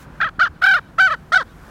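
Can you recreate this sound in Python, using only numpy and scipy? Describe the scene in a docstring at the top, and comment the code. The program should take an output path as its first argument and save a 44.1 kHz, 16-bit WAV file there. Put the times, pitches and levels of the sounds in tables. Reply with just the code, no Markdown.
"""Light wind and a distant low hum on open snow, with a few soft bumps on the microphone.
Close by, a raven gives five harsh croaks. Its syrinx buzzes with a lurching pitch, cracks now and then,
and sags at the end of each call; the throat rings near 1.5 kHz.
The ground scatters each croak, and a faint echo comes back from far away."""
import sys
import numpy as np
from scipy import signal
from scipy.fft import rfft, irfft
from scipy.io import wavfile
from scipy.ndimage import uniform_filter1d

SR = 44100
rng = np.random.default_rng(int(sys.argv[2]) if len(sys.argv) > 2 else 0)


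def store_pcm(level_fs):
    """Save levels as 16-bit WAV."""
    pcm = np.round(np.clip(level_fs, -1, 1) * 32767).astype(np.int16)
    wavfile.write(sys.argv[1], SR, np.atleast_2d(pcm).T)


N = 74970
BAND_LIMIT_HZ = 16000


def amp(db):
    """Decibels to gain."""
    return 10 ** (np.asarray(db) / 20)


def unit(x):
    """Scale to rms 1."""
    return x / np.sqrt(np.mean(x ** 2) + 1e-20)


def gain_at(points, hz):
    """Gain of an (f/Hz, level/dB) curve, interpolated in log frequency."""
    f, db = np.transpose(points)
    return amp(np.interp(np.log(hz + 1), np.log(f + 1), db))


def add(mix, start_s, sound):
    """Mix a sound in at start_s."""
    part = mix[max(round(start_s * SR), 0):][:len(sound)]
    part += sound[:len(part)]


def colour(x, points, size=2048):
    """Minimum-phase filter from an (f/Hz, level/dB) curve."""
    cepstrum = irfft(np.log(gain_at(points, np.fft.rfftfreq(size, 1 / SR))))
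    cepstrum[1:size // 2] *= 2
    cepstrum[size // 2 + 1:] = 0
    return signal.fftconvolve(x, irfft(np.exp(rfft(cepstrum))))[:len(x)]


def band_noise(n, hz, sigma_hz):
    """Noise in a Gaussian band, rms about 1."""
    size = 2 ** int(np.ceil(np.log2(n)))
    f = np.fft.rfftfreq(size, 1 / SR)
    band = np.exp(-.5 * ((f - hz) / sigma_hz) ** 2)
    return unit(irfft(rfft(rng.standard_normal(size)) * band))[:n]


def smooth(x, window_s):
    """Running mean, applied twice."""
    size = max(round(window_s * SR), 1)
    return uniform_filter1d(uniform_filter1d(x, size, mode="nearest"), size, mode="nearest")


# Wind spectrum: f/Hz, relative level/dB
WIND_SPECTRUM = [(15, -24.5), (45, 2.5), (120, -6.5), (250, -7.5), (500, -15.5), (1500, -16), (2100, -25.5),
                 (3500, -34), (6000, -38.5), (16000, -45.5)]
# Hiss swells: t/s, middle gain/dB, treble gain/dB
HISS_SWELLS = [(0.034, 0, 12), (.06, 2.5, -5), (0.221, 3, 0.5), (.32, -3, -6), (1.251, -2.5, -1),
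               (1.5, -3, 1), (1.7, 3, 6.5)]


def wind(gain_db=-43):
    """Low rumble and a faint hiss whose middle and treble swell and ebb."""
    f, t = np.fft.rfftfreq(N, 1 / SR), np.arange(N) / SR
    noise = irfft(rfft(rng.standard_normal(N)) * gain_at(WIND_SPECTRUM, f), N)
    spectrum = rfft(unit(noise))
    low, high = 1 / (1 + (f / 350) ** 2), f ** 2 / (f ** 2 + 4500 ** 2)
    rumble, middle, treble = (irfft(spectrum * share, N) for share in (low, 1 - low - high, high))
    times_s, middle_db, treble_db = np.transpose(HISS_SWELLS)
    middle *= amp(np.interp(t, times_s, middle_db))
    treble *= amp(np.interp(t, times_s, treble_db))
    return amp(gain_db) * (rumble + middle + treble)


# Hum bands: f/Hz, width/Hz, level/dB
HUM_BANDS = [(49.3, 2, -57), (148.7, 12, -51), (175, 49, -53)]


def hum():
    """Distant low tones, wavering as narrow bands of noise."""
    return sum(amp(db) * band_noise(N, hz, width_hz / 2) for hz, width_hz, db in HUM_BANDS)


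# Bumps: t/s, Gaussian sigma/s, f/Hz, level/dB
MIC_BUMPS = [(.08, 0.0083, 109, -36.5), (0.261, 0.0018, 160, -29.5), (0.386, 0.0012, 216, -26.5),
             (0.506, 0.0073, 81.4, -38.5)]


def bumps():
    """Short, dull pushes on the microphone."""
    t = np.arange(N) / SR
    sound = np.zeros(N)
    for at_s, sigma_s, hz, db in MIC_BUMPS:
        envelope = amp(db) * np.exp(-.5 * ((t - at_s) / sigma_s) ** 2)
        sound += envelope * np.sin(2 * np.pi * (hz * (t - at_s) + rng.random()))
    return sound


# Hard cracks: t/s, strength (1 = full crack)
HARD_CRACKS = [(0.2145, 1.5), (0.291, 1.3), (0.472, .8), (0.662, .9), (1.331, .7), (1.3515, .9)]


def cracking(t, hz, full_octaves_per_s=115, lag_s=.002, width_s=.004):
    """How far the voice breaks into a rattle: just after quick pitch drops, and at the listed times."""
    drop = np.clip(-np.gradient(np.log2(hz), t) / full_octaves_per_s, 0, 1)
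    hard = sum(strength * np.exp(-((t - at_s) / width_s) ** 2) for at_s, strength in HARD_CRACKS)
    return np.maximum(np.interp(t - lag_s, t, drop), hard)


def brightness(t, hz, crack, open_s=.0035, close_s=.0055, press_db_per_octave=17, crack_db=6):
    """Overtone and rasp gain: opens late, closes early, flickers, rises in pitch dips and cracks."""
    opening = np.clip(np.minimum((t - t[0]) / open_s, (t[-1] - t) / close_s), .1, 1) ** 2
    dip_octaves = np.log2(smooth(hz, window_s=.014) / hz)
    flicker_db = 1.6 * band_noise(len(t), 0, sigma_hz=110)
    return opening * amp(press_db_per_octave * dip_octaves + crack_db * crack + flicker_db)


THROAT_HZ = 1330  # main resonance


def buzz(hz, cycles, overtone_gain, hoarseness, fray_hz=7200, flutter_hz=85):
    """Harmonics of the syrinx pulses; above the throat resonance they fray into flutter."""
    n, k = len(hz), np.arange(1, 36)[:, None]
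    overtone = np.clip(np.log2(k * hz / THROAT_HZ), 0, 1)
    fray = .8 * np.minimum((hoarseness * k * hz / fray_hz) ** 2, 1) * overtone
    flutter = np.array([band_noise(n, 0, flutter_hz) + 1j * band_noise(n, 0, flutter_hz) for _ in k])
    gain = overtone_gain ** overtone * (k * hz < BAND_LIMIT_HZ)
    waver = np.sqrt(1 - fray) + np.sqrt(fray / 2) * flutter
    return unit((gain * waver * np.exp(2j * np.pi * k * cycles)).real.sum(0))


def puffs(cycles, tilt=1.05):
    """Bright noise of air escaping in one puff per cycle."""
    air = irfft(rfft(rng.standard_normal(N)) * np.fft.rfftfreq(N) ** tilt, N)[:len(cycles)]
    return unit(air * (2.7 + np.exp(-(cycles % 1))))


def syrinx(t, hz, grit_db, slack_hz=680, rasp_db=-9, crack_rasp_db=4):
    """Jittery buzz and air rasp; below slack_hz the membranes slacken and the voice grows hoarse."""
    crack = cracking(t, hz)
    slack = np.minimum(np.maximum(slack_hz / hz, 1) ** 3, 4)
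    bright = brightness(t, hz, crack)
    jitter_depth = .0022 * (slack ** 2 + amp(grit_db) - 1) + .05 * crack ** 2
    jitter = jitter_depth * band_noise(len(t), 0, sigma_hz=350)
    cycles = np.cumsum(hz * (1 + jitter)) / SR
    tone = buzz(hz, cycles, overtone_gain=bright / np.sqrt(slack), hoarseness=amp(grit_db) * slack)
    rasp_gain = amp(rasp_db + grit_db / 2) * slack + amp(crack_rasp_db) * crack
    return tone + bright * rasp_gain * puffs(cycles)


# Throat and open beak response: f/Hz, level/dB
THROAT_RESPONSE = [(300, -17.5), (560, -16), (720, -19), (950, -8.5), (1200, -2), (1400, 3), (1550, 3.5),
                   (1800, -3), (2100, -15.5), (2350, -14.5), (2700, -23), (3100, -19), (3700, -24),
                   (4400, -24.5), (5200, -34.5), (6200, -39.5), (8000, -51.5), (12000, -57.5), (15000, -63)]
# Timbre bands: f/Hz
TIMBRE_HZ = [700, 3000, 5500, 10000]
# Voice per croak: [level/dB at each TIMBRE_HZ], [beak peaks and dips: f/Hz, level/dB]
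CROAK_VOICES = [([-2, -1.5, -7.5, -8.5], [(1880, 4), (2500, 5.5), (3400, 7), (6300, 6)]),
                ([-5, -3, 2, -4.5], [(2080, -15), (3050, 8.5), (4700, 1.5), (6050, 1)]), ([2, 2, -0.5, 8.5],
                [(2030, -5), (3780, 6), (4750, -6.5), (5200, 9.5)]), ([2, -2, 0.5, 5.5], [(3050, 6.5),
                (4580, 1.5), (6120, 4.5), (7500, 6)]), ([5, -9, 9, 3], [(1950, 6.5), (3300, 14), (3770, 7),
                (8350, 13.5)])]


def throat(drive, index, treble_hz=5400, dull_db=-6, ring_width_hz=240):
    """Throat and beak resonate; the treble falls over the call as the effort eases."""
    timbre_db, beak = CROAK_VOICES[index]
    treble = signal.sosfiltfilt(signal.butter(2, treble_hz, "high", fs=SR, output="sos"), drive)
    drive = drive + (amp(dull_db * np.linspace(-.5, .5, len(drive))) - 1) * treble
    for ring_hz, ring_db in beak:
        ring = signal.lfilter(*signal.iirpeak(ring_hz, ring_hz / ring_width_hz, SR), drive)
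        drive += (amp(ring_db) - 1) * ring
    timbre = sorted([(THROAT_HZ, 0), *zip(TIMBRE_HZ, timbre_db)])
    return colour(colour(drive, THROAT_RESPONSE), timbre)


# Pitch and level contour per croak: t/s, f/Hz, level/dB
CONTOUR_1 = [(0.202, 700, -38), (0.204, 780, -16.7), (0.208, 829, -19.8), (0.211, 686, -19.9),
             (0.215, 586, -14.4), (0.222, 673, -14.5), (0.2269, 687, -16.1), (0.2339, 834, -15.0),
             (0.2399, 826, -16.8), (0.2459, 610, -17.7), (0.2614, 678, -21.1), (0.2768, 549, -23.8),
             (0.2843, 497, -28.6), (0.2923, 403, -27.8), (0.2988, 351, -40.0)]
CONTOUR_2 = [(0.3915, 685, -42), (0.3935, 756, -18.5), (0.395, 700, -14.5), (0.399, 578, -16.9),
             (0.4149, 728, -9.5), (0.4254, 786, -11.1), (0.4329, 681, -12.3), (0.4409, 708, -12.1),
             (0.4484, 710, -15.2), (0.4598, 585, -21.1), (0.4683, 498, -20.4), (0.4778, 387, -25.3),
             (0.4858, 387, -41.6)]
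CONTOUR_3 = [(0.614, 587, -40.6), (0.62, 635, -22.6), (0.624, 790, -12.8), (0.631, 621, -19.7),
             (0.6344, 707, -16.7), (0.6379, 724, -10.2), (0.6499, 768, -9.1), (0.6544, 818, -12.1),
             (0.6609, 617, -23.4), (0.6649, 726, -11.1), (0.6689, 763, -9.6), (0.684, 810, -11.4),
             (0.6888, 745, -10.6), (0.71, 822, -12.3), (0.7145, 735, -10.8), (0.7365, 787, -13.3),
             (0.7415, 668, -11.8), (0.7592, 752, -13), (0.7637, 704, -13.9), (0.7681, 603, -19.0),
             (0.7736, 628, -19.3), (0.7846, 552, -22.6), (0.7936, 435, -25.3), (0.7976, 435, -35.9)]
CONTOUR_4 = [(0.979, 479, -42.5), (0.9865, 689, -12.7), (0.9924, 641, -12.1), (0.9989, 739, -9.4),
             (1.0054, 782, -9.4), (1.0139, 781, -9.6), (1.0194, 733, -11.2), (1.0244, 761, -10.3),
             (1.0628, 761, -11.9), (1.0783, 685, -14.3), (1.0827, 613, -19.7), (1.0937, 656, -20.9),
             (1.0972, 609, -27.0), (1.1047, 564, -21.3), (1.1127, 647, -16.9), (1.1212, 659, -16.3),
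             (1.135, 575, -20.3), (1.1481, 453, -23.5), (1.1566, 443, -42.2)]
CONTOUR_5 = [(1.3192, 648, -32), (1.3205, 656, -16.5), (1.323, 671, -15.6), (1.328, 581, -19.0),
             (1.332, 677, -14.2), (1.3449, 725, -8.5), (1.3484, 777, -9.3), (1.3504, 815, -16.9),
             (1.3539, 703, -21.3), (1.3587, 745, -8.7), (1.3745, 756, -9.6), (1.3785, 640, -22.5),
             (1.3853, 662, -17.4), (1.3968, 652, -21.4), (1.4023, 571, -23.5), (1.4143, 508, -20.4),
             (1.4287, 349, -31.8), (1.4347, 365, -43.1)]
# Extra hoarseness per croak: gain/dB
CROAK_GRIT_DB = [4, 7, 1, 2, 4]


def raven(fade_s=.00065):
    """Five croaks: the syrinx drives the throat along each contour."""
    mix = np.zeros(N)
    for index, contour in enumerate((CONTOUR_1, CONTOUR_2, CONTOUR_3, CONTOUR_4, CONTOUR_5)):
        times_s, pitch_hz, level_db = np.transpose(contour)
        t = np.arange(times_s[0], times_s[-1], 1 / SR)
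        hz = smooth(np.interp(t, times_s, pitch_hz), window_s=.0022)
        croak = throat(syrinx(t, hz, CROAK_GRIT_DB[index]), index)
        croak /= np.sqrt(smooth(croak ** 2, window_s=.0035) + 1e-12)  # the contour alone sets the level
        fade = np.clip(np.minimum(t - t[0], t[-1] - t) / fade_s, 0, 1)
        add(mix, times_s[0], croak * fade * amp(np.interp(t, times_s, level_db)))
    return mix


# Filter on all reflections: f/Hz, level/dB
REFLECTION_COLOUR = [(900, -18), (1500, -8.5), (3400, 5), (9000, -1.5)]


def snowfield(x, scatter_decay_s=.006, echo_delay_s=.143, echo_blur_s=.009, tail_t60_s=.67):
    """Scatter from the ground nearby, one blurred far echo and a very thin tail."""
    t = np.arange(N) / SR
    scatter = np.exp(-t / scatter_decay_s)
    echo = np.exp(-abs(t - echo_delay_s) / echo_blur_s)
    tail = amp(-60 * t / tail_t60_s)
    paths = [(scatter, -23), (echo, -37.5), (tail, -49)]  # envelope, gain/dB
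    response = sum(amp(db) * unit(shape * rng.standard_normal(N)) for shape, db in paths) / np.sqrt(N)
    return colour(signal.fftconvolve(x, response)[:N], REFLECTION_COLOUR)


def scene():
    """Background, raven and reflections, in mono."""
    croaks = raven()
    reflections = snowfield(croaks)
    return (wind() + hum() + bumps() + croaks + reflections)[None]


def record(dry):
    """Low-pass at the band limit."""
    lowpass = signal.firwin(511, BAND_LIMIT_HZ, window=("kaiser", 9), fs=SR)
    return signal.oaconvolve(dry, lowpass[None], "same")


dry = scene()
out = record(dry)
store_pcm(out)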